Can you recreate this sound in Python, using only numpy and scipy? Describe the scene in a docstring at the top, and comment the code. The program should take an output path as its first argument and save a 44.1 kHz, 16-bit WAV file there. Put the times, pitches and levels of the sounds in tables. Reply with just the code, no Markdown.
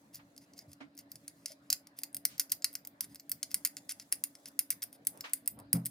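"""Kitchen scissors snip softly through green onion over a steel pot. They come apart, and one blade is
tapped and scraped along the other to shake the pieces off: each contact rings the steel, and the pot
and the room throw it back. Underneath sit a faint appliance hum, a rustle of hands and a few dull,
distant knocks. Near the end a low thud comes through the counter."""
import sys
import numpy as np
from scipy import signal
from scipy.fft import rfft, irfft, next_fast_len
from scipy.io import wavfile
from scipy.ndimage import uniform_filter1d

SR = 44100
rng = np.random.default_rng(int(sys.argv[2]) if len(sys.argv) > 2 else 0)


def bounce(signal):
    """Save signal as a 16-bit WAV file at the path given by the first command-line argument."""
    frames = np.transpose(np.atleast_2d(signal))
    limited = np.clip(frames, -1, 1)
    pcm = np.round(limited * 32767).astype(np.int16)
    wavfile.write(sys.argv[1], SR, pcm)


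N = 260190

# steel meeting steel: start_s, level_db, low_ring_db, tip_brightness_db
BLADE_TAPS = [(0.1442, -51, 0, -16), (.147, -49, 7, 17), (0.1555, -45.5, 2.5, 16), (0.364, -57.5, 5.5, -16),
              (.378, -47.5, 5, 2), (0.5353, -59.5, 9, -6), (.579, -49, 2, -2), (0.5903, -50, 11, 11),
              (.717, -55.5, 2, -10), (.7313, -47.5, 1, 0), (.951, -60, -5, -1), (0.969, -56.5, -3.5, -3),
              (.977, -49, 5, 12), (0.9894, -42.5, -0.5, 3), (1.117, -41, -1, 10), (1.1563, -44.5, 1.5, -6),
              (1.2792, -37.5, 0, -8.5), (1.459, -33.5, 7, -8), (1.4816, -48, 5, -4), (1.519, -48.5, 7, -6),
              (1.702, -23.5, 5, 5.5), (1.7276, -20, 3, 1), (1.8705, -49.5, 3, -2), (1.9882, -35, -5.5, 0.5),
              (2.0168, -51, -5, -1), (2.0342, -28, -1, 1), (2.129, -56.5, -11, -15),
              (2.1457, -28.5, -10.5, -0.5), (2.1671, -31, -9, -0.5), (2.2521, -17, -4, 0.5),
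              (2.3801, -44, 2.5, 9), (2.3965, -18, -3, 1), (2.4033, -34.5, 4.5, 7), (2.415, -41, -10, 0),
              (2.496, -56.5, 11.5, 10), (2.5014, -47.5, -1, 6), (2.519, -19.5, -4, 5.5),
              (2.622, -53, 14.5, 8), (2.628, -57, 4, 4.5), (2.6442, -19, 1.5, -3.5), (2.729, -45, -12, 6),
              (2.7386, -45, -13, -2), (2.7529, -31, 2.5, 2), (2.8498, -44, 1, 6), (2.8721, -37, -9.5, 9),
              (3.0075, -23.5, -5, 2), (3.0428, -43.5, -1.5, -8.5), (3.1461, -43.5, -8, -2),
              (3.157, -44.5, 2.5, 1), (3.1976, -52.5, 10, 15), (3.205, -57, 3, 17), (3.2947, -32, -12.5, 5),
              (3.3166, -23.5, -6.5, 5.5), (3.4296, -28, 4, -6.5), (3.508, -53, 4, -3),
              (3.515, -41.5, 1, 5.5), (3.5433, -18.5, -5, -4.5), (3.6497, -18.5, -4.5, 1.5),
              (3.6725, -32, -5.5, -1), (3.768, -40, 7.5, -6), (3.8928, -36, 5, -15),
              (3.921, -40.5, -2, -21), (3.9981, -46, 9, -10.5), (4.1248, -18.5, -6, -6.5),
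              (4.155, -45, -18, -4.5), (4.238, -21.5, -7.5, -1.5), (4.3523, -49, 4.5, -7),
              (4.4571, -44, 5.5, -11), (4.4786, -49, -1, 8), (4.4847, -43.5, -6, 0),
              (4.5913, -16.5, -7.5, 0.5), (4.704, -19.5, -7, 1.5), (4.8209, -38.5, 3.5, -7),
              (4.8294, -36, -17, 18), (4.837, -30, -11, -0.5), (4.9285, -44.5, -9.5, 3),
              (5.0502, -50.5, -8, -6.5), (5.07, -17.5, -13, -3), (5.1743, -48.5, -8.5, -4),
              (5.2078, -40, 7.5, 10), (5.2957, -55, 1, 2), (5.3343, -18.5, -12, -2),
              (5.4597, -47.5, -4, -4.5), (5.476, -19, -14, -0.5), (5.5896, -48, -7, -10),
              (5.5995, -49, -7.5, 2), (5.73, -14, -12, -1), (5.8524, -38, -11, -3),
              (5.8576, -26, -13.5, -6), (5.8645, -28, -12, 3)]
# how alike distant sound is left and right: frequency_hz, correlation
FAR_CORRELATION = [(60, 0.99), (180, 1), (350, 0.57), (600, 0.59), (1500, -0.5), (5000, .15),
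                   (15000, -0.35)]


def amp(db):
    return 10 ** (np.asarray(db) / 20)


def unit_rms(x):
    return x / np.sqrt(np.mean(x ** 2) + 1e-20)


def curve_at(points, hz):
    """Read a breakpoint curve along a log frequency axis."""
    points_hz, value = np.transpose(points)
    return np.interp(np.log(hz + 1), np.log(points_hz + 1), value)


def add(mix, start_s, sound):
    part = mix[..., round(start_s * SR):][..., :sound.shape[-1]]
    part += sound[..., :part.shape[-1]]


def stereo_pair(a, b, correlation):
    """Blend two independent noises into a partly alike left and right."""
    return np.array([a, correlation * a + np.sqrt(1 - correlation ** 2) * b])


def diffuse_noise(colour, patchy_db):
    """Wide noise with patches that swell and fade across its spectrum."""
    frames, hz = N // 256 + 5, np.fft.rfftfreq(1024, 1 / SR)
    a, b, c, d, patches = rng.standard_normal((frames, 513, 5)).T
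    patches = unit_rms(uniform_filter1d(uniform_filter1d(patches, size=10, axis=0), size=10, axis=1))
    spectra = stereo_pair(a + 1j * b, c + 1j * d, curve_at(FAR_CORRELATION, hz)[:, None])
    spectra *= amp(curve_at(colour, hz)[:, None] + patchy_db * patches)
    return unit_rms(signal.istft(spectra, nperseg=1024, noverlap=768)[1][:, :N])


def room_tone():
    """The low, airy bed of the kitchen."""
    # colour of the air: frequency_hz, gain_db
    air_colour = [(18, -61.5), (30, -59.5), (118, -2), (228, -3.5), (279, -12.5), (388, -16.5), (572, -10),
                  (1320, -20), (1760, -18.5), (3070, -29.5), (4000, -25.5), (5200, -30), (8800, -120)]
    return amp(-66.5) * diffuse_noise(air_colour, patchy_db=3.5)


def appliance_hum():
    """An appliance hums in wavering lines: noise through narrow resonances."""
    # hum lines: pitch_hz, bandwidth_hz, level_db
    hum_lines = [(283.8, 8.2, -65.5), (576, 18, -79.5), (667.7, 20, -82)]
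    out = np.zeros(N)
    for pitch_hz, bandwidth_hz, level_db in hum_lines:
        pole = np.exp((2j * pitch_hz - bandwidth_hz) * np.pi / SR)
        line = signal.lfilter([1], [1, -pole], rng.standard_normal(N)).real
        out += amp(level_db) * unit_rms(line)
    return out


def hand_rustle():
    """Hands and onion make a faint, gritty hiss that comes and goes."""
    # fader moves of the rustle: time_s, level_db
    fader = [(0.0, -73.5), (0.15, -78.5), (0.62, -77), (1.02, -91), (1.22, -72.5), (1.82, -87), (2.41, -80),
             (2.61, -79), (2.86, -83.5), (3.04, -83), (3.53, -70), (4.37, -71), (5.01, -83), (5.26, -64.5),
             (5.39, -78), (5.55, -95), (5.78, -83), (5.9, -70)]
    # colour of the hiss: frequency_hz, gain_db
    hiss_colour = [(880, -39.5), (1500, -18.5), (2790, -29), (3420, 2), (3780, -13), (6090, 1.5),
                   (14000, -2), (17000, -8.5)]
    level_db = np.interp(np.arange(N) / SR, *np.transpose(fader))
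    grit_db = 2 * unit_rms(uniform_filter1d(rng.standard_normal(N), size=150))
    return amp(level_db + grit_db) * diffuse_noise(hiss_colour, patchy_db=1.5)


def distant_knocks():
    """Dull knocks across the kitchen: puffs of band noise with a quick rise and a roomy fall."""
    # knock cues: start_s, level_db, centre_hz, width_octaves, rise_s, t60_s
    knocks = [(.185, -50, 1310, 1.26, 0.011, 0.11), (0.672, -52.5, 122, 0.55, 0.006, 0.29),
              (.802, -45, 970, 1.75, 0.0061, 0.14), (.805, -43, 286.5, 0.09, 0.0094, 0.18),
              (.808, -49, 2200, 0.17, 0.0047, 0.11), (1.5, -56, 601, 0.12, 0.0029, 0.27),
              (1.8, -65, 625, 0.38, 0.0078, 0.11), (2.701, -59, 510, 0.28, 0.0044, 0.046),
              (2.271, -45.5, 2920, 1.8, 0.047, 0.3), (5.12, -52.5, 390, 1.8, 0.028, 0.44),
              (5.237, -39.5, 1604, 1.43, 0.0055, 0.21), (5.489, -52.5, 118, 1.17, 0.029, 0.97),
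              (5.56, -41.5, 687, 1.1, 0.035, 0.19), (5.742, -42, 510, 1.44, 0.0081, 0.22)]
    out, t = np.zeros((2, N)), np.arange(16384) / SR
    hz = np.fft.rfftfreq(len(t), 1 / SR) + 1
    correlation = curve_at(FAR_CORRELATION, hz)
    for start_s, level_db, centre_hz, width_octaves, rise_s, t60_s in knocks:
        noise = stereo_pair(*rfft(rng.standard_normal((2, len(t)))), correlation)
        band = np.exp(-(np.log2(hz / centre_hz) / width_octaves) ** 2)
        envelope = amp(level_db - 60 * t / t60_s) * (1 - np.exp(-(t / rise_s) ** 2))
        add(out, start_s, envelope * unit_rms(irfft(band * noise)))
    return out


def counter_thud(start_s=5.7385, level_db=-28):
    """A soft blow rings the low modes of the counter, dead centre."""
    # counter modes: pitch_hz, gain_db, t60_s
    modes = [(125, -3.5, 0.38), (172.7, 4.5, 0.26), (211.3, -5, 0.32), (273, -6, 0.29), (531, -18, .15)]
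    out, t = np.zeros(N), np.arange(12000) / SR
    ring = sum(amp(db - 60 * t / t60_s) * np.sin(2 * np.pi * hz * t) for hz, db, t60_s in modes)
    attack = 1 - np.exp(-t / .003)
    add(out, start_s, amp(level_db) * ring * attack)
    return out


def room_reverb(sound, level_db=-14.5, predelay_s=.008):
    """The room answers with dense echoes whose lows outlast the treble."""
    # room decay: frequency_hz, t60_s
    decay = [(500, 0.76), (2500, 0.17), (7000, 0.15), (15000, 0.17)]
    hz, t, spectra = signal.stft(rng.standard_normal((2, SR)), SR, nperseg=128)
    spectra *= amp(-60 * t / curve_at(decay, hz)[:, None])
    echoes = signal.istft(spectra, SR, nperseg=128)[1]
    echoes *= np.clip(np.arange(echoes.shape[1]) / (predelay_s * SR) - 1, 0, 1)
    echoes *= amp(level_db) / np.linalg.norm(echoes[0])
    return signal.oaconvolve(sound.mean(0)[None], echoes, axes=1)[:, :N]


def pot_reflections(size, level_db=-7.5, t60_s=.039):
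    """Spectrum of the steel pot's quick splash of echoes, new for each place of the blades."""
    t = np.arange(4000) / SR
    envelope = amp(-60 * t / t60_s) * np.clip(t / .0023, 0, 1)
    echoes = stereo_pair(*rng.standard_normal((2, len(t))), correlation=.82) * envelope
    return amp(level_db) * rfft(echoes / np.linalg.norm(echoes[0]), size)


def ring_blades(contact, knock_db, low_db, body_db, tip_db):
    """A contact rings four groups of blade modes over the pot; grip and place shift them each time."""
    # blade modes, from dull knock to bright tip: pitch_hz, gain_db, t60_s
    knock_modes = [(1571, -0.5, 0.016), (2173, 3.5, 0.0054), (2653, 3, 0.0089), (3410, 0, 0.0026)]
    low_modes = [(4394, -4.5, 0.017), (5012, 0.5, 0.011), (5360, -1.5, 0.0032), (5926, -5.5, 0.0044),
                 (6715, -4.5, 0.0079), (7170, -5, 0.0031)]
    body_modes = [(8310, -10.5, 0.0039), (9690, -8, 0.013), (9820, -5, 0.005), (10366, -4.5, 0.0074),
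                  (10900, -10.5, 0.0023)]
    tip_modes = [(12260, -12.5, .004), (13350, -7.5, 0.0059), (13900, -6.5, 0.0089), (13750, -17, 0.0034),
                 (15100, -13.5, .007)]
    groups = [(knock_modes, knock_db), (low_modes, low_db), (body_modes, body_db), (tip_modes, tip_db)]
    size = next_fast_len(len(contact) + 6000)
    hz = np.fft.rfftfreq(size, 1 / SR)
    force, steel = rfft(contact, size), 0
    # hard steel spreads its force evenly over the treble
    force /= (uniform_filter1d(abs(force) ** 2, size=25) + 1e-12) ** .4
    force /= (1 - 1j * 1200 / (hz + 1)) ** 2  # a small blade sends out no bass
    for modes, group_db in groups:
        pitch_hz, gain_db, t60_s = np.transpose(modes)[:, :, None]
        detune, gain_jitter = rng.standard_normal((2, len(modes), 1))
        offset_hz = hz - pitch_hz * (1 + .015 * detune)
        resonance = 1 / (1 + 2j * np.pi * offset_hz * t60_s / 9.23) ** 2  # two poles: steep skirts
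        ring = force * (amp(gain_db + 2 * gain_jitter) * resonance).sum(0)
        steel += amp(group_db) * ring / np.linalg.norm(ring)
    left_lead_s = 2.2e-5
    pan = np.exp(1j * np.pi * hz * left_lead_s * np.array([[1], [-1]]))
    spectrum = steel * pan * (1 + pot_reflections(size))
    return irfft(spectrum, size)[:, :size - 1500] * np.sqrt(size / 2)


def blade_slides():
    """Blades scrape on each other and through the onion in a gritty train of contacts."""
    # strokes: start_s, length_s, level_db
    slides = [(.124, 0.066, -60), (0.401, 0.054, -69.5), (0.553, 0.081, -67.5), (0.676, 0.065, -72),
              (0.979, 0.037, -62.5), (1.086, 0.077, -73.5), (1.278, 0.025, -63), (1.329, 0.17, -76),
              (1.461, 0.082, -60), (1.613, 0.088, -81.5), (1.698, 0.054, -52.5), (1.959, .06, -62),
              (2.16, .015, -63), (2.25, 0.09, -77), (2.396, 0.024, -45.5), (2.514, 0.02, -41.5),
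              (2.65, .024, -68), (2.68, 0.057, -69), (3.017, 0.039, -52), (3.083, 0.062, -67.5),
              (3.498, 0.038, -59.5), (3.549, 0.033, -60), (3.65, 0.016, -36), (3.768, 0.023, -56.5),
              (3.888, 0.033, -44), (4.001, 0.031, -61.5), (4.115, 0.036, -48.5), (4.237, .02, -53),
              (4.362, 0.12, -79.5), (4.456, .029, -59), (4.593, 0.022, -51), (4.704, 0.03, -42.5),
              (4.82, 0.013, -42), (4.918, 0.051, -61.5), (5.06, .045, -61), (5.343, 0.045, -59),
              (5.48, 0.032, -59), (5.733, 0.044, -47), (5.852, .023, -48)]
    out = np.zeros((2, N))
    for start_s, length_s, level_db in slides:
        nearest_tap = min(BLADE_TAPS, key=lambda tap: abs(tap[0] - start_s))
        low_ring_db = .6 * nearest_tap[2]
        samples = round(length_s * SR)
        grit = amp(1.5 * np.minimum(rng.exponential(1, 200), 4)).repeat(40)[:samples]
        stroke = signal.windows.tukey(samples, .5) * grit * rng.standard_normal(8000)[:samples]
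        scrape = ring_blades(stroke, knock_db=.65 * low_ring_db - 11, low_db=low_ring_db - 4.5,
                             body_db=-4, tip_db=-6)
        add(out, start_s, amp(level_db) * np.sqrt(samples) * scrape)
    return out


def blade_taps(apart_s=1.8, firm_tap_db=-25):
    """Steel strikes steel: one short burst of contacts sets the blades ringing."""
    out, t = np.zeros((2, N)), np.arange(400) / SR
    for start_s, level_db, low_ring_db, brightness_db in BLADE_TAPS:
        contact_s = .00038 * np.exp(.19 * rng.standard_normal())
        burst = rng.standard_normal(len(t)) * np.exp(-t / contact_s) * (1 - np.exp(-t * 5000))
        # the dull knock goes with the low ring and against the bright tip
        knock_db = -18.5 + .65 * low_ring_db - .2 * brightness_db
        knock_db += .14 * (firm_tap_db - level_db)  # soft taps knock more
        if start_s < apart_s:
            knock_db -= 5  # joined halves knock less
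        click = ring_blades(burst, knock_db, low_db=low_ring_db - 6.5,
                            body_db=-7 - brightness_db / 2, tip_db=-6 + brightness_db / 2)
        add(out, start_s - .0002, amp(level_db) * np.sqrt(150) * click)
    return out


def scene():
    """Close scissors and their room reverb, over the quiet kitchen."""
    scissors = blade_taps() + blade_slides()
    return (scissors + room_reverb(scissors) + hand_rustle() + distant_knocks() + counter_thud()
            + appliance_hum() + room_tone())


def record(dry):
    """The microphone drops the lowest bass and the very top of the treble."""
    low_cut = signal.butter(2, 60, "high", fs=SR, output="sos")
    high_cut = signal.firwin(511, 17100, window=("kaiser", 9), fs=SR)
    return signal.oaconvolve(signal.sosfilt(low_cut, dry), high_cut[None], "same")


dry = scene()
out = record(dry)
bounce(out)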